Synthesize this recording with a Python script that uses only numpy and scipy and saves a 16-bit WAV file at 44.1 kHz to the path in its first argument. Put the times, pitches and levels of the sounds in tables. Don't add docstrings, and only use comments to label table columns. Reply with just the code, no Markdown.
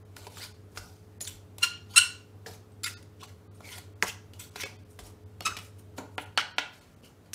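import sys
import numpy as np
from scipy import signal
from scipy.fft import rfft, irfft
from scipy.io import wavfile
from scipy.ndimage import uniform_filter1d, minimum_filter1d

SR = 44100
rng = np.random.default_rng(int(sys.argv[2]) if len(sys.argv) > 2 else 0)


def makeup_ratio(level_db):
    decades = np.asarray(level_db, float) / 20
    return 10 ** decades


def dump(signal):
    limited = np.clip(np.atleast_2d(signal).T, -1, 1)
    pcm = np.round(limited * 32767).astype(np.int16)
    wavfile.write(sys.argv[1], SR, pcm)


N = 323694

# (peak time [s], rise [s], fall [s], pressure [dB], fizz [dB])
DIGS = [(0.164, 0.0043, 0.27, -47.5, -3), (0.273, .15, 0.045, -46, -9), (0.388, 0.086, 0.065, -43.5, -6.5),
        (.778, 0.036, 0.036, -39.5, -1.5), (.83, 0.04, 0.24, -50.5, -3), (1.214, 0.011, 0.046, -44.5, 13),
        (1.915, 0.029, 0.044, -49.5, -1.5), (2.465, .006, 0.089, -35.5, -11.5),
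        (2.912, 0.059, 0.017, -46, -13), (3.228, .03, 0.056, -41.5, -12), (3.68, 0.1, 0.045, -43.5, -13.5),
        (3.786, 0.065, 0.011, -45, 2.5), (4.031, 0.0035, 0.026, -27, -9), (4.335, .003, 0.12, -53, -7.5),
        (4.561, 0.0045, .02, -36, -6), (4.641, 0.03, 0.017, -34, -9.5), (4.66, .02, 0.17, -56, -5),
        (4.992, 0.004, 0.038, -40.5, -5), (5.067, 0.086, 0.075, -48, -1.5),
        (5.408, 0.0028, 0.018, -28.5, -6), (5.459, 0.029, 0.15, -38, -11.5),
        (5.573, .007, .05, -39.5, -13.5), (5.985, 0.015, .017, -33.5, -10.5),
        (7.05, 0.034, 0.087, -48, -10.5)]
# (peak time [s], rise [s], fall [s], pressure [dB], fizz [dB])
SCRAPES = [(.437, 0.15, 0.0711, -38, -3.5), (0.721, 0.018, 0.044, -67.5, 10),
           (1.277, 0.017, 0.094, -41, 1.5), (1.642, 0.035, 0.041, -24.5, -12.5),
           (1.969, .06, 0.18, -32.5, -14), (2.017, 0.087, .07, -33, -10), (2.539, .1, 0.061, -51.5, -0.5),
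           (2.84, 0.0055, 0.092, -28.5, -3), (3.23, 0.03, 0.023, -33, -32.5),
           (3.29, 0.0304, 0.07, -56.5, -1), (3.548, .006, 0.11, -66, 7),
           (4.021, 0.0091, 0.012, -61.5, 10.5), (3.727, .1, 0.12, -39, -5), (4.084, 0.051, .045, -34, -2),
           (4.399, 0.012, 0.1, -41, 1.5), (4.606, 0.054, 0.077, -32.5, -7), (4.91, .03, 0.066, -65, 11),
           (5.65, 0.095, 0.066, -61.5, 13), (5.796, 0.033, .04, -58, 6), (5.972, .015, .1, -60.5, 9),
           (6.215, 0.092, 0.06, -61.5, 12.5), (6.735, 0.025, 0.35, -53, -8),
           (7.262, 0.021, .04, -56.5, -12.5), (7.339, 0.0063, 0.0092, -37.5, 11.5)]
DIG_THUD_DB, SCRAPE_THUD_DB = 0.5, -26.5
SWELL_SPAN_DB = 23
ZONE_HZ, ZONE_OCTAVES_PER_DB = 2500, 0.3
# (start [s], end [s], from
# [Hz], to [Hz], level [dB])
SINGING = [(0.4, 0.448, 1860, 2460, -51.5), (1.214, 1.23, 7000, 6900, -40),
           (1.213, 1.287, 10000, 8900, -53), (1.268, 1.282, 3520, 3500, -45),
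           (2.008, 2.04, 3000, 2800, -31.5), (1.944, 1.96, 1380, 1360, -48),
           (2.845, 2.885, 2270, 1930, -45), (2.839, 2.87, 4200, 3630, -45), (2.84, 2.849, 8000, 7070, -38),
           (3.226, 3.24, 1300, 930, -46.5), (7.03, 7.086, 2900, 3000, -61.5),
           (3.62, 3.777, 2350, 2035, -54.5), (4.095, 4.11, 2870, 2850, -43),
           (4.612, 4.633, 2300, 2300, -49), (1.7, 1.79, 2790, 2780, -50), (5.49, 5.53, 1310, 1310, -40),
           (6.373, 6.403, 2950, 3100, -35), (6.395, 6.45, 3020, 2900, -56), (6.378, 6.402, 1410, 1370, -30),
           (6.579, 6.631, 3100, 3100, -44)]
# (start [s], end [s], from [Hz], to [Hz], level [dB])
RUSTLING = [(4.026, 4.046, 6200, 6800, -42.5), (4.03, 4.078, 1200, 1360, -41),
            (4.056, 4.108, 2500, 3000, -43), (4.066, 4.1, 4900, 4700, -48),
            (4.062, 4.11, 6300, 6800, -50.5), (2.834, 2.849, 10200, 9500, -41),
            (2.834, 2.842, 4200, 4000, -44), (2.848, 2.89, 2560, 2560, -43),
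            (2.841, 2.852, 5000, 5000, -45), (2.876, 2.885, 9000, 7900, -48),
            (4.588, 4.626, 5800, 5550, -50.5), (4.6, 4.627, 3900, 3200, -46.5),
            (1.243, 1.258, 5700, 7000, -47), (1.266, 1.288, 6300, 7800, -44.5),
            (.774, 0.791, 5500, 5500, -50.5), (4.027, 4.05, 850, 850, -40), (4.634, 4.67, 900, 900, -47),
            (6.378, 6.42, 4800, 4600, -41), (.4, .47, 4500, 5000, -53), (2.849, 2.875, 2100, 2100, -44),
            (6.378, 6.42, 2100, 2100, -36), (6.583, 6.6, 5400, 5400, -43.5),
            (6.584, 6.6, 13500, 13500, -58)]
# (time [s], peak [dB], low weight [dB], struck patch [Hz], patch ring [dB])
KNOCKS = [(0.166, -33.5, -35, 1480, -2), (0.268, -32.5, -7.5, 990, 8), (0.371, -36.5, -37, 1110, 13),
          (0.761, -44, -24, 4760, -8), (0.774, -27, -9, 1340, 26), (0.776, -35.5, -30, 4990, 22),
          (1.207, -29.5, -10, 4130, -5), (1.275, -31, -14, 3600, -12), (2.719, -58, -30, 8300, 5),
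          (3.027, -46.5, -10, 9580, -3), (3.606, -38.5, 11, 951, -31), (3.782, -34, -41, 2080, -3),
          (4.335, -42, -16.5, 2900, -2), (4.395, -35, -10, 7860, 12.5), (4.558, -31.5, 6.5, 3960, -4),
          (4.6, -41, -32, 3500, -4), (4.6217, -31.5, -27, 3350, 8), (4.636, -36, -44, 3500, -10),
          (4.99, -33, -3, 1410, 6), (5.468, -20.5, -28, 1230, 21), (5.569, -25, -27.5, 2380, -9.5),
          (5.588, -32, -34, 2090, -8), (7.034, -43.5, -5, 199, 21), (7.3335, -24, -13.5, 6380, 4)]
# (time [s], peak [dB], low weight [dB], struck patch [Hz], patch ring [dB])
TICKS = [
    (1.211, -33, -16, 6840, 10),
    (1.251, -31, -32, 4260, -1),
    (1.583, -31, -1.5, 4000, -9),
    (2.461, -33, -33.5, 1730, 25),
    (2.834, -27, -30, 7510, 3),
    (2.844, -26, -11.5, 3610, 5),
    (4.58, -38, -24.5, 1468, 11.5),
    (5.407, -38.5, 13, 4674, -9),
]
KNOCK_HIGH_DB, TICK_HIGH_DB = -5.5, 3.5
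# (time [s], peak [dB], struck patch [Hz], width [Hz])
SNAPS = [(.1662, -34, 5030, 1500), (0.2702, -39, 4820, 900), (.3712, -38, 3000, 1500),
         (1.2125, -27.5, 10100, 250), (1.2759, -26, 7550, 600), (1.281, -28, 9000, 900),
         (3.2332, -36, 3000, 894), (2.8345, -27, 10670, 2500), (2.8372, -30, 7460, 900),
         (6.5853, -26, 5960, 2500), (6.1798, -27.5, 8800, 2973), (7.3335, -22.5, 6100, 1506),
         (.7738, -24, 1600, 1500), (5.4695, -19, 4000, 2500), (1.9864, -16, 2970, 300),
         (2.845, -28, 4830, 497), (2.88, -31, 8000, 900), (3.6905, -35.5, 2280, 507),
         (3.7205, -47, 4870, 900), (4.0695, -32, 2620, 500), (1.2735, -30, 3600, 900),
         (4.5588, -32, 2500, 2000), (4.0992, -27.5, 2930, 301), (4.103, -36, 2800, 400),
         (4.56, -28, 1500, 900), (4.5625, -32, 4000, 600), (4.6005, -29, 2120, 500),
         (4.635, -20, 2400, 1500), (4.6369, -26.5, 2480, 302), (4.6381, -24.5, 2170, 503),
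         (4.6236, -27.5, 2200, 400), (4.681, -45, 2450, 150), (4.0254, -15.5, 5750, 900),
         (4.0281, -18.5, 1500, 600), (4.0297, -24, 2400, 700), (4.0317, -21, 1190, 497),
         (4.0701, -30, 5200, 600), (6.3755, -7, 3040, 455), (6.3753, -28, 8630, 500),
         (6.384, -17.5, 1455, 200), (6.3792, -19, 4520, 400), (5.4073, -22.5, 2500, 1490),
         (5.5671, -27, 2500, 894), (5.573, -30, 4970, 910), (5.575, -30, 3000, 900),
         (5.5945, -34, 2500, 900)]
# (time [s], peak [dB], dullness [dB per octave], t60 [s])
RAPS = [
    (5.982, -29, -10.5, 0.25),
    (6.181, -20, -4.5, 0.065),
    (6.3758, -5, 0.5, 0.049),
    (6.583, -10, 0.5, 0.063),
]
# (frequency [Hz], level [dB per Hz])
RIM = [(71, -70), (120, -33), (163, -33.5), (284, -8.5), (385, -22.5), (436, -9.5), (580, -10.5), (892, -4),
       (1050, -14.5), (1400, -5), (1580, -8), (2990, -2.5), (7300, -27.5), (8700, -28.5), (11500, -38.5),
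       (14700, -47), (16000, -57)]
# (time [s], peak [dB], dullness [dB per octave], t60 [s])
LANDING = (4.0253, -11, 0, .014)
# (frequency [Hz], level [dB per Hz])
BOTTOM = [(88, -48), (150, -18), (702, -12), (1190, -2), (1980, -1), (3770, -19), (5790, -9), (8560, -25),
          (10400, -22), (14000, -31), (16000, -44)]
# (time [s], level [dB], chatter rate [Hz], roughness [0-1])
SQUEAKS = [
    [(1.62, -42, 1386, 0.03), (1.626, -33, 1387, 0), (1.631, -19.5, 1380, 0.2), (1.637, -20, 1390, .3),
     (1.65, -30, 1398, 0.3)],
    [(1.9585, -21, 1340, 0.07), (1.963, -18, 1353, 0.11), (1.974, -12.5, 1347, 0),
     (1.982, -11.5, 1389, 0.1), (1.987, -17, 1471, 0.58), (1.996, -26, 1456, 0.34)],
    [(5.448, -40, 1260, 0.27), (5.457, -25.5, 1271, 0), (5.462, -25, 1283, 0.4), (5.468, -30.5, 1305, 0.82),
     (5.484, -34, 1326, 0.57)],
]
# (multiple [1], level [dB])
OVERTONES = [
    [(1, -8), (2, 3), (3, -1), (4, -7.5), (5, -7), (6, -8), (7, -11), (8, -19), (9, -30), (10, -36)],
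    [(1, -5.5), (2, 1), (3, -3.5), (4, -8), (5, -7.5), (6, 0), (7, -5.5), (8, -20), (9, -21), (10, -29)],
    [(1, 12), (2, 11.5), (3, 3.5), (4, 5), (5, 4.5), (6, 3), (7, 2), (8, -4), (9, -34.5), (10, -15)],
]
# (frequency [Hz], width [Hz], level [dB])
BOWL = [(1005, 8.6, 7), (1437, 17, 5.5), (1700, 19, -5.5), (2292, 260, -8), (3056, 11, -10),
        (3400, 14, -22), (3930, 12, -18), (4198, 22, -18), (4400, 21, -22.5), (9260, 120, -26.5),
        (9400, 73, -33), (11660, 46, -38.5)]
# (frequency [Hz], t60 [s])
WALLS = [(200, 0.31), (1000, 0.42), (3000, 0.35), (6000, 0.38), (8500, .28), (12000, 0.2)]
# (time [s], level [dB])
BUMPS = [(.22, -58), (.8, -51), (1.35, -52), (1.68, -80), (1.96, -67), (2.21, -79), (2.51, -69.5),
         (3.66, -62.5), (4.09, -56), (5.03, -49), (5.5, -50), (6.44, -59.5), (6.81, -69.5), (6.9, -66),
         (7.05, -58)]
BUMP_RISE_S, BUMP_FALL_S, TREMBLE_DB = 0.062, 0.087, -81
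# (frequency [Hz], level [dB])
FRIDGE = [(100, -54.5), (203, -71.5), (242, -70.5), (303, -71), (424, -65)]
# (time [s], level [dB])
FRIDGE_ON = [
    (0, 0.5),
    (6.301, 1),
    (6.45, -8.5),
    (7.34, -9.5),
]
# (frequency [Hz], level [dB per Hz])
AIR = [(15, -80), (25, -44), (64, -21.5), (78, -13.5), (97, -16), (114, -31), (130, -14), (416, -22.5),
       (476, -23), (863, -31), (936, -32), (1330, -33), (1740, -38.5), (5280, -46.5), (16000, -50.5)]
AIR_DB = -58
# (centre [s], length [s], untouched up to [Hz], depth [dB], lines kept [count])
THINNED = [(0.041, 0.018, 1990, -24, 5), (0.292, 0.011, 890, -9, 9), (0.534, 0.013, 1200, -13, 6),
           (1.194, 0.017, 2170, -38, 1), (1.302, 0.005, 910, -13, 9), (1.922, 0.031, 790, -4, 8),
           (2.854, 0.013, 400, -25, 14), (2.956, 0.028, 900, -36, 8), (3.226, 0.014, 1700, -15, 9),
           (3.268, 0.012, 895, -10, 8), (3.494, 0.034, 1215, -41, 8), (3.947, 0.016, 2500, -25.5, 3),
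           (4.503, 0.0097, 2390, -23, 3), (4.648, 0.015, 440, -30, 12), (4.779, 0.019, 1500, -14, 5),
           (4.844, 0.011, 2804, -26, 4), (4.927, 0.0087, 1500, -5, 6), (5.25, 0.017, 2000, -28, 4),
           (5.415, .011, 1495, -39.5, 6), (6.167, 0.015, 1130, -41, 2), (6.252, 0.011, 3800, -22, 2),
           (6.369, .005, 4500, -25.5, 1), (6.546, 0.034, 4900, -40, 1), (6.531, 0.014, 500, -6, 7),
           (6.803, 0.014, 1520, -17, 10), (6.955, 0.014, 2590, -16, 3), (7.016, 0.0049, 1800, -17, 4)]


def strokes():
    rows = np.array(DIGS + SCRAPES)
    fizz_db = rows[:, 4]
    power = np.array([swell(*row[:4]) for row in rows])
    thud_db = np.repeat([DIG_THUD_DB, SCRAPE_THUD_DB], [len(DIGS), len(SCRAPES)])
    stroke_hz = ZONE_HZ * 2 ** (ZONE_OCTAVES_PER_DB * fizz_db)
    zone_hz = heard(np.square(stroke_hz) @ power / power.sum(0))
    size = makeup_ratio(1.1 * np.minimum(rng.exponential(1, N), 5))
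    clumps = makeup_ratio(1.2 * evened(uniform_filter1d(rng.standard_normal(N), 250)))
    grains = size * clumps * rng.standard_normal(N)
    grit = patchy(grains, 3.2)
    thud, mid, fizz = three_bands(grit)
    wall = evened(resonate(grit, zone_hz, 600)) + 0.8 * evened(resonate(grit, 3.6 * zone_hz, 640))
    body = above(0.54 * mid + 0.34 * wall + 0.43 * bowl(grit, 71), 1000)
    sound = heard(makeup_ratio(2 * thud_db) @ power) * thud
    sound += heard(power.sum(0)) * body
    sound += heard(makeup_ratio(2 * fizz_db) @ power) * fizz
    return makeup_ratio(-7.0) * sound, singing(grains, SINGING, 187) + singing(grains, RUSTLING, 690)


def singing(grains, rows, width_hz):
    out = np.zeros(N)
    for start, end, from_hz, to_hz, db in rows:
        part = grains[round(start * SR):round(end * SR)]
        hz = np.geomspace(from_hz, to_hz, len(part))
        line = resonate(resonate(part, hz, width_hz), hz, 4 * width_hz)
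        add(out, start, makeup_ratio(db) * evened(line) * signal.windows.tukey(len(part), .3))
    return out


def knock(db, low_db, ring_hz, ring_db, high_db, chance):
    low, mid, high = three_bands(burst(chance, .05, .0026))
    crack = evened(makeup_ratio(low_db) * low + mid + makeup_ratio(high_db) * high)
    patch = evened(resonate(crack, ring_hz, 98))
    return peaked(crack + makeup_ratio(ring_db) * patch + 0.18 * bowl(crack, 140), db)


def snap(db, hz, width_hz):
    click = np.zeros(600)
    click[8] = 1
    ring = resonate(resonate(click, hz, width_hz), hz, 5.6 * width_hz)
    broad = above(signal.lfilter([.6], [1, -.4], click), 900)
    return peaked(ring / abs(ring).max() + 0.31 * broad, db)


def rap(db, dull_db, t60, chance, spectrum, click, crack_s, ring):
    hz = abs(np.fft.fftfreq(4096, 1 / SR))
    gain_db = np.maximum(read(spectrum, hz) + dull_db * np.log2((hz + 50) / 2000), -70)
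    minimum_phase = np.exp(np.conj(signal.hilbert(np.log(makeup_ratio(gain_db)))))
    colour = np.fft.ifft(minimum_phase).real[:2048]
    blow = burst(chance, t60, crack_s)
    blow[0] += click
    z = rfft(blow)
    blow = irfft(z / uniform_filter1d(abs(z), size=41))[:4000]
    crack = evened(signal.fftconvolve(blow, colour))
    return peaked(crack + ring * bowl(crack, 75), db)


def squeak(rows, overtones):
    s, (db, hz, rough) = unpack(rows)
    n = len(hz)
    rough = np.clip(rough, .05, 1)
    jitter = evened(uniform_filter1d(rng.standard_normal(n), 60))
    turns = np.cumsum(hz * (1 + 0.07 * rough * jitter)) / SR
    flutter = uniform_filter1d(rng.standard_normal((len(overtones), n)), 130, 1)
    bright_db = .06 * (db - db.max())
    tone = np.zeros(n)
    for (k, overtone_db), wander in zip(overtones, flutter):
        phase = k * turns + .5 + .55 * rng.random() + 0.016 * k * evened(wander[::-1])
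        level = makeup_ratio(overtone_db + k * bright_db + 3 * evened(wander))
        tone += level * np.cos(2 * np.pi * phase)
    _, mid, high = three_bands(np.exp(-(turns % 1) / 0.19) * rng.standard_normal(n))
    chatter = evened(tone) + (.17 + .45 * rough) * (mid + .5 * high)
    sound = np.pad(makeup_ratio(db) * chatter * signal.windows.tukey(n, .2), (0, 5000))
    return s, above(sound + 2.8 * resonate(sound, hz[-1], 50), 1600)


def burst(chance, t60, crack_s):
    t = np.arange(len(chance)) / SR
    rattle = chance[::-1] * makeup_ratio(-60 * t / np.clip(t60, .01, .3))
    return chance * np.exp(-t / crack_s) + 0.23 * rattle


def bowl(x, damping_hz):
    return evened(sum(makeup_ratio(db) * resonate(x, hz, width + damping_hz) for hz, width, db in BOWL))


def resonate(x, hz, width_hz):
    turn = np.exp(2j * np.pi * np.cumsum(hz * np.ones(len(x))) / SR)
    r = np.exp(-np.pi * width_hz / SR)
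    return 2 * (turn * signal.lfilter([1 - r], [1, -r], x / turn + 1e-18)).real


def patchy(x, patchy_db):
    z = signal.stft(x, SR, nperseg=256, noverlap=192)[2]
    blotches = uniform_filter1d(uniform_filter1d(rng.standard_normal(z.shape), 5, 0), 9, 1)
    return signal.istft(z * makeup_ratio(patchy_db * evened(blotches)), SR, nperseg=256, noverlap=192)[1][:len(x)]


def three_bands(x):
    bands = []
    for order, edges_hz in (2, [170, 1200]), (2, [1200, 1.227 * 5500]), (1, [5500, 12000]):
        sos = signal.butter(order, edges_hz, "band", fs=SR, output="sos")
        bands.append(evened(signal.sosfilt(sos, x)))
    return bands


def above(x, hz):
    return signal.sosfilt(signal.butter(3, hz, "high", fs=SR, output="sos"), x)


def evened(x):
    return x / np.sqrt(np.mean(x ** 2) + 1e-20)


def peaked(x, db):
    return makeup_ratio(db) * x / abs(x).max()


def read(points, hz):
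    f, value = np.transpose(points)
    return np.interp(np.log(hz + 1), np.log(f + 1), value)


def unpack(rows):
    s, *columns = np.transpose(rows)
    t = np.arange(s[0], s[-1], 1 / SR)
    return s[0], [np.interp(t, s, c) for c in columns]


def swell(s, rise_s, fall_s, db):
    t = np.arange(0, N + 22, 22) / SR - s
    away = np.maximum(-t / max(rise_s, .002), t / max(fall_s, .004))
    return makeup_ratio(2 * np.maximum(db - SWELL_SPAN_DB * away, -140))


def heard(power):
    return np.interp(np.arange(N) / 22, np.arange(len(power)), np.sqrt(power))


def add(mix, s, sound):
    part = mix[round(s * SR):][:len(sound)]
    part += sound[:len(part)]


def kitchen(x):
    taps = np.zeros(SR // 2)
    at = np.arange(120, len(taps) - 12, 12)
    taps[at + rng.integers(0, 12, len(at))] = rng.choice([-1., 1.], len(at))
    hz, t, z = signal.stft(taps, SR, nperseg=128)
    tail = signal.istft(z * makeup_ratio(-60 * t / read(WALLS, hz)[:, None]), SR, nperseg=128)[1]
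    return signal.fftconvolve(x, tail / np.linalg.norm(tail))[:N]


def shake():
    rumble = evened(resonate(resonate(rng.standard_normal(N), 50, 25), 50, 25))
    bumps = sum(swell(s, BUMP_RISE_S, BUMP_FALL_S, db) for s, db in BUMPS)
    return rumble * heard(makeup_ratio(2 * TREMBLE_DB) + bumps)


def fridge():
    t = np.arange(N) / SR
    waver = evened(uniform_filter1d(rng.standard_normal(N), 9000))
    turned_s = np.cumsum(1 + 0.0052 * waver) / SR
    hum = sum(makeup_ratio(db) * np.sqrt(2) * np.sin(2 * np.pi * hz * turned_s) for hz, db in FRIDGE)
    motor = makeup_ratio(-57.0) * evened(resonate(resonate(rng.standard_normal(N), 90, 17), 90, 17))
    return (hum + motor) * makeup_ratio(np.interp(t, *np.transpose(FRIDGE_ON)))


def room_air():
    frames, hz = N // 512 + 5, np.fft.rfftfreq(2048, 1 / SR)
    a, b, patches = rng.standard_normal((frames, 1025, 3)).T
    patches = evened(uniform_filter1d(uniform_filter1d(patches, 12, 0), 8, 1))
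    z = (a + 1j * b) * makeup_ratio(read(AIR, hz)[:, None] + patches)
    return makeup_ratio(AIR_DB) * evened(signal.istft(z, nperseg=2048, noverlap=1536)[1][:N])


def scene():
    spoon, edge, landing = np.zeros((3, N))
    grit, sung = strokes()
    for rows, high_db in (KNOCKS, KNOCK_HIGH_DB), (TICKS, TICK_HIGH_DB):
        for s, *settings in rows:
            add(spoon, s, knock(*settings, high_db, rng.standard_normal(6000)))
    for s, *settings in SNAPS:
        add(spoon, s, snap(*settings))
    for s, *settings in RAPS:
        add(spoon, s, rap(*settings, rng.standard_normal(6000), RIM, click=2.5, crack_s=.003, ring=.35))
    s, *settings = LANDING
    add(landing, s, rap(*settings, rng.standard_normal(6000), BOTTOM, click=5, crack_s=.001, ring=.06))
    add(landing, s + .0004, snap(-8, 1800, 730))
    for rows, overtones in zip(SQUEAKS, OVERTONES):
        add(edge, *squeak(rows, overtones))
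    spoon = spoon + grit
    tail = kitchen(makeup_ratio(-7.5) * spoon + makeup_ratio(-14) * sung + makeup_ratio(-9.5) * edge + makeup_ratio(-18.0) * landing)
    tail = above(patchy(tail, 1.0), 130)
    return (spoon + sung + edge + landing + tail + room_air() + fridge() + shake())[None]


def thin(x):
    out, hz = x.copy(), np.fft.rfftfreq(2048, 1 / SR)
    for s, length, clean_hz, depth_db, kept in THINNED:
        at = round(s * SR) + np.arange(-1024, 1024)
        late = at / SR - s
        before = np.exp(-((late + length / 2) / (0.5 * length)) ** 2)
        z = rfft(x[at] * before) * (hz > clean_hz)
        is_peak = abs(z) >= -minimum_filter1d(-abs(z), size=25)
        rank = abs(z) * (hz / 1000) ** .03 * is_peak
        lines = irfft(z * (rank >= np.sort(rank)[-kept]))
        upper = irfft(rfft(x[at]) * (hz > clean_hz))
        gap = np.clip((length / 2 - abs(late)) / .003 + .5, 0, 1)
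        hold = np.clip(np.minimum((length / 2 + late) / 0.002, (length / 2 - late) / 0.015) + 1, 0, 1)
        out[at] -= gap * (1 - makeup_ratio(depth_db)) * upper
        out[at] += hold * makeup_ratio(10.0) * lines
    return out


def band_limit(x):
    return signal.sosfilt(signal.butter(12, 16670, fs=SR, output="sos"), x)


def record(dry):
    limited = signal.oaconvolve(thin(dry[0]), signal.firwin(255, 15650, fs=SR), "same")
    return band_limit(limited[None])


dry = scene()
out = record(dry)
dump(out)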